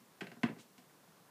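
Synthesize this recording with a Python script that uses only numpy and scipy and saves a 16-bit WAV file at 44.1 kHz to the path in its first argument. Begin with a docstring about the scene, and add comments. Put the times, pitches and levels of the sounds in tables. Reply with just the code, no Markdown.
"""Ferret climbing in a plastic bin.

Its paws bump the far wall twice, with lighter claw taps after each bump; the thin wall booms and
clacks in its modes and the quiet room answers. Soft feet thud on the floor, a paw slides briefly
over the plastic, and a few faint touches follow over rustling fur and the room's hiss."""
import sys
import numpy as np
from scipy import signal
from scipy.fft import rfft, irfft
from scipy.io import wavfile
from scipy.ndimage import uniform_filter1d

SR = 44100
rng = np.random.default_rng(int(sys.argv[2]) if len(sys.argv) > 2 else 0)


def file_out(sig):
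    """Save sig as 16-bit WAV at sys.argv[1]."""
    # one column per channel
    cols = np.atleast_2d(sig).T
    # limit, then scale
    lim = np.clip(cols, -1, 1)
    pcm = np.round(lim * 32767).astype(np.int16)
    wavfile.write(sys.argv[1], SR, pcm)


N = 57330


def amp(db):
    """Decibels to gain."""
    return 10 ** (np.asarray(db) / 20)


def unit_rms(x):
    """Scales to rms 1."""
    return x / np.sqrt(np.mean(x ** 2) + 1e-20)


def at_hz(points, hz):
    """Interpolates a table on a log-frequency axis."""
    points_hz, values = np.transpose(points)
    return np.interp(np.log(hz + 1), np.log(points_hz + 1), values)


def add(mix, start_s, sound):
    """Mixes a sound in at start_s."""
    part = mix[round(start_s * SR):][:len(sound)]
    part += sound[:len(part)]


def coloured(x, colour):
    """Filters by a table of dB over Hz."""
    hz = np.fft.rfftfreq(len(x), 1 / SR)
    return irfft(rfft(x) * amp(at_hz(colour, hz)), len(x))


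def noise(colour, size):
    """Coloured noise of rms 1."""
    return unit_rms(coloured(rng.standard_normal(size), colour))


def grain(samples):
    """Random flicker of rms 1, smoothed over the given length."""
    return unit_rms(uniform_filter1d(rng.standard_normal(N), size=samples))


def room_hiss(level_db=-65.5):
    """Steady background air, strongest in the bass."""
    # Each row: frequency in Hz, relative density in dB.
    colour = [(20, -14), (40, 14.5), (70, 3), (110, 5), (160, 10), (260, 7.5), (500, 2.5), (1050, -9.5),
              (2000, -7), (4000, -7.5), (9000, -10), (15000, -10.5)]
    return amp(level_db) * noise(colour, N)


def fur_rustle(grain_db=1.5):
    """Fur brushes faintly along the bin."""
    # Each row: time in seconds, level in dB.
    levels = [(0, -72.5), (.17, -70), (.65, -72.5), (.9, -71.5), (1.02, -69), (1.13, -69), (1.22, -70.5),
              (1.29, -67.5)]
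    # Each row: frequency in Hz, relative density in dB.
    colour = [(80, -28), (200, -8.5), (450, -2.5), (1050, 1), (1800, -6), (4000, -34), (12000, -31)]
    level_db = np.interp(np.arange(N) / SR, *np.transpose(levels))
    return amp(level_db + grain_db * grain(300)) * noise(colour, N)


def contact_click(size, level_db=-3.5, delay_s=.0003):
    """A sharp click just after first touch, echoed by the bin's other walls."""
    # Each row: frequency in Hz, relative gain in dB.
    colour = [(200, 0.5), (1300, -19), (2000, 3), (2300, -7), (2800, -15), (3300, -12), (5000, -3),
              (7000, -3.5), (10500, -10), (13000, -31), (15000, -38)]
    # Each row: delay in seconds, gain in dB.
    echoes = [(.0018, -6.5), (.0053, -23)]
    log_gain = np.log(amp(at_hz(colour, abs(np.fft.fftfreq(size, 1 / SR)))))
    pulse = np.fft.ifft(np.exp(np.conj(signal.hilbert(log_gain)))).real  # minimum phase
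    pulse *= amp(level_db) / abs(pulse).max()
    out = np.zeros(size)
    add(out, delay_s, pulse)
    for echo_s, db in echoes:
        add(out, delay_s + echo_s, amp(db) * pulse)
    return out


def wall_ring(t, force, place, spread_s=.0014, swell_cycles=.6):
    """The wall's main modes swell and decay; the place struck sets their balance."""
    # Mode frequencies in Hz.
    modes_hz = [129, 180, 235, 285, 340, 402, 490, 700, 835, 1023, 1539, 1700, 1893, 2137, 2680, 2900]
    # Each row: gain in dB struck at the edge, gain in dB struck mid-wall, T60 in seconds.
    modes = [(-10.5, -9.5, .15), (0.5, -17, 0.13), (-15, 0.5, 0.17), (-11, -8, 0.076), (-8.5, -6.5, 0.051),
             (0, -14, 0.12), (-31, -16, 0.035), (-4.5, -3, 0.061), (-12.5, -16, 0.057), (-35, -0.5, 0.06),
             (-3.5, -2.5, 0.054), (-10.5, -16, 0.038), (-1.5, -3, 0.03), (-1.5, 5, 0.017),
             (-12, -3.5, 0.032), (-13, -1, 0.024)]
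    ring = 0
    for k, (hz, (edge_db, centre_db, t60_s)) in enumerate(zip(modes_hz, modes)):
        strength = amp(edge_db + place * (centre_db - edge_db) + at_hz(force, hz))
        swell = 1 - np.exp(-t / (spread_s + swell_cycles / hz))
        decay = amp(-60 * t / t60_s)
        ring += (-1) ** k * strength * swell * decay * np.sin(2 * np.pi * hz * t)
    return ring


def wall_crack(t, force, level_db=-5, bands=12):
    """The crowd of weaker modes: a noise burst, each band dying at its own rate."""
    # Each row: frequency in Hz, relative density in dB.
    colour = [(60, -13.5), (200, -2.5), (400, -0.5), (560, -14.5), (750, -24), (1200, -5), (1600, -4.5),
              (2200, -2), (2900, -3), (3400, -4.5), (4500, -8.5), (5500, -15), (9000, -24), (15000, -37)]
    # Each row: frequency in Hz, T60 in seconds.
    t60s = [(200, 0.12), (1500, 0.077), (3000, 0.053), (9000, 0.061)]
    spectrum = rfft(coloured(noise(colour, len(t)), force))
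    log_hz = np.log(np.fft.rfftfreq(len(t), 1 / SR) + 1)
    centres_hz = np.geomspace(100, 12800, bands)
    crack = 0
    for hz, share in zip(centres_hz, np.eye(bands)):
        band = irfft(spectrum * np.interp(log_hz, np.log(centres_hz), share), len(t))
        crack += band * amp(-60 * t / at_hz(t60s, hz))
    return amp(level_db) * crack


def wall_knocks(grip_s=.0276, grip_db_per_s=705, size=16384):
    """Paws and claws strike the wall; the settling paw damps the ring and click."""
    # Each row: start in seconds, boom, hollow middle, clack and claw tick in dB,
    # rise in seconds, place from 0 (stiff edge) to 1 (mid-wall).
    contacts = [(0.010, -58.5, -74, -76, -80, .004, 1), (0.207, -55, -38.5, -40, -37.5, 0.0019, 0.3),
                (0.2097, -44.5, -49.5, -36.5, -44, 0.00067, 0.29),
                (0.2133, -37.5, -36, -49, -46, 0.00036, 0.054), (0.234, -42.5, -54, -58, -51, 0.0014, 0.14),
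                (0.2680, -49, -46.5, -46.5, -46.5, 0.00071, 0.47),
                (0.3156, -46, -48.5, -51, -49.5, 0.00092, 0.63),
                (0.365, -45.5, -49, -54, -109, 0.0062, 0.85),
                (0.4326, -21.5, -30.5, -27.5, -35, 0.000072, 0.93),
                (0.4853, -56, -48, -44, -55, 0.0028, 0.91), (0.491, -34.5, -64, -61, -70, 0.0022, 0.65),
                (0.5052, -39, -52, -50.5, -72, 0.001, 0.8), (0.5628, -48.5, -50, -56.5, -74, .001, .5),
                (0.586, -49, -73, -60, -50, 0.0018, 0.77), (0.633, -62, -74, -79, -81, 0.0039, 0.95),
                (0.7789, -56.5, -59, -59.5, -43.5, 0.0022, 1), (0.790, -50.5, -49.5, -72, -49, 0.009, 0.56),
                (0.821, -62.5, -58, -62, -69, 0.0054, 0.006), (0.895, -66, -67, -56, -85, 0.0033, 0)]
    # Centres in Hz of boom, middle, clack and tick.
    bands_hz = [330, 850, 1900, 6000]
    out, t = np.zeros(N), np.arange(size) / SR
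    grip = amp(-grip_db_per_s * np.maximum(t - grip_s, 0))
    click = contact_click(size)
    for start_s, *levels_db, rise_s, place in contacts:
        force = list(zip(bands_hz, levels_db))
        damped = (wall_ring(t, force, place) + coloured(click, force)) * grip
        attack = 1 - np.exp(-t / rise_s)
        add(out, start_s, (damped + wall_crack(t, force)) * attack)
    return out


def room_reverb(x, delay_s=.01, frame=256):
    """A diffuse wash: each band stores the sound's energy and lets it die away."""
    # Each row: frequency in Hz, gain in dB.
    colour = [(100, -18.5), (240, -16), (400, -14.5), (550, -5.5), (720, -6.5), (1020, -6.5), (1250, -7),
              (1550, -7), (2800, -6.5), (4500, -8), (8000, -7)]
    # Each row: frequency in Hz, T60 in seconds.
    t60s = [(130, 0.33), (500, .28), (2000, 0.2), (8000, 0.25)]
    hz, t, spectra = signal.stft(x, SR, nperseg=frame)
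    decay = np.exp(-np.log(1e6) * t / at_hz(t60s, hz)[:, None])
    decay /= decay.sum(1, keepdims=True)
    energy = signal.fftconvolve(abs(spectra) ** 2, decay, axes=1)[:, :len(t)]
    scatter = signal.stft(rng.standard_normal(N), SR, nperseg=frame)[2]
    wash = signal.istft(np.sqrt(abs(energy)) * scatter / scatter.std(), SR, nperseg=frame)[1][:N]
    out = np.zeros(N)
    add(out, delay_s, coloured(wash, colour))
    return out


def footfalls(note_hz=166.5, peak_s=.012):
    """Padded feet thud on the floor, all with one dull note."""
    # Each row: start in seconds, level in dB.
    steps = [(0.267, -52), (0.29, -79), (0.506, -47.5), (1.07, -62), (1.197, -63)]
    out, t = np.zeros(N), np.arange(SR // 4) / SR
    thud = t / peak_s * np.exp(1 - t / peak_s) * np.sin(2 * np.pi * note_hz * t)
    for start_s, db in steps:
        add(out, start_s, amp(db) * thud)
    return out


def paw_slide(peak_s=.601, rise_s=.013, fall_s=.027, turn_s=.0091, level_db=-58, grain_db=1.5):
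    """A paw slips over the plastic: a short grainy hiss that thins as the paw speeds up."""
    # Each row: frequency in Hz, relative density in dB.
    colour = [(100, -18), (500, -10), (2000, 6), (3900, 5.5), (5000, 1.5), (6300, 1), (9500, -3.5),
              (12000, -14), (15000, -15)]
    # Tilt faded in around the peak. Each row: frequency in Hz, gain in dB.
    late_tilt = [(1000, -8), (3500, -2.5), (6500, 2), (12000, 1.5)]
    t = np.arange(N) / SR - peak_s
    envelope = np.exp(np.minimum(t, 0) / rise_s - np.maximum(t, 0) / fall_s)
    hiss = unit_rms(amp(grain_db * grain(60)) * noise(colour, N))
    late = .5 + .5 * np.tanh(t / turn_s)
    return amp(level_db) * envelope * ((1 - late) * hiss + late * coloured(hiss, late_tilt))


def scene():
    """Mono mix; only the knocks excite the room."""
    knocks = wall_knocks()
    return (knocks + room_reverb(knocks) + paw_slide() + footfalls() + fur_rustle() + room_hiss())[None]


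def record(dry, low_cut_hz=115, high_cut_hz=15300):
    """The microphone drops the deep bass; a steep low-pass limits the treble."""
    highpass = signal.butter(3, low_cut_hz, "high", fs=SR, output="sos")
    lowpass = signal.firwin(511, high_cut_hz, window=("kaiser", 9), fs=SR)
    return signal.oaconvolve(signal.sosfilt(highpass, dry), lowpass[None], "same")


dry = scene()
out = record(dry)
file_out(out)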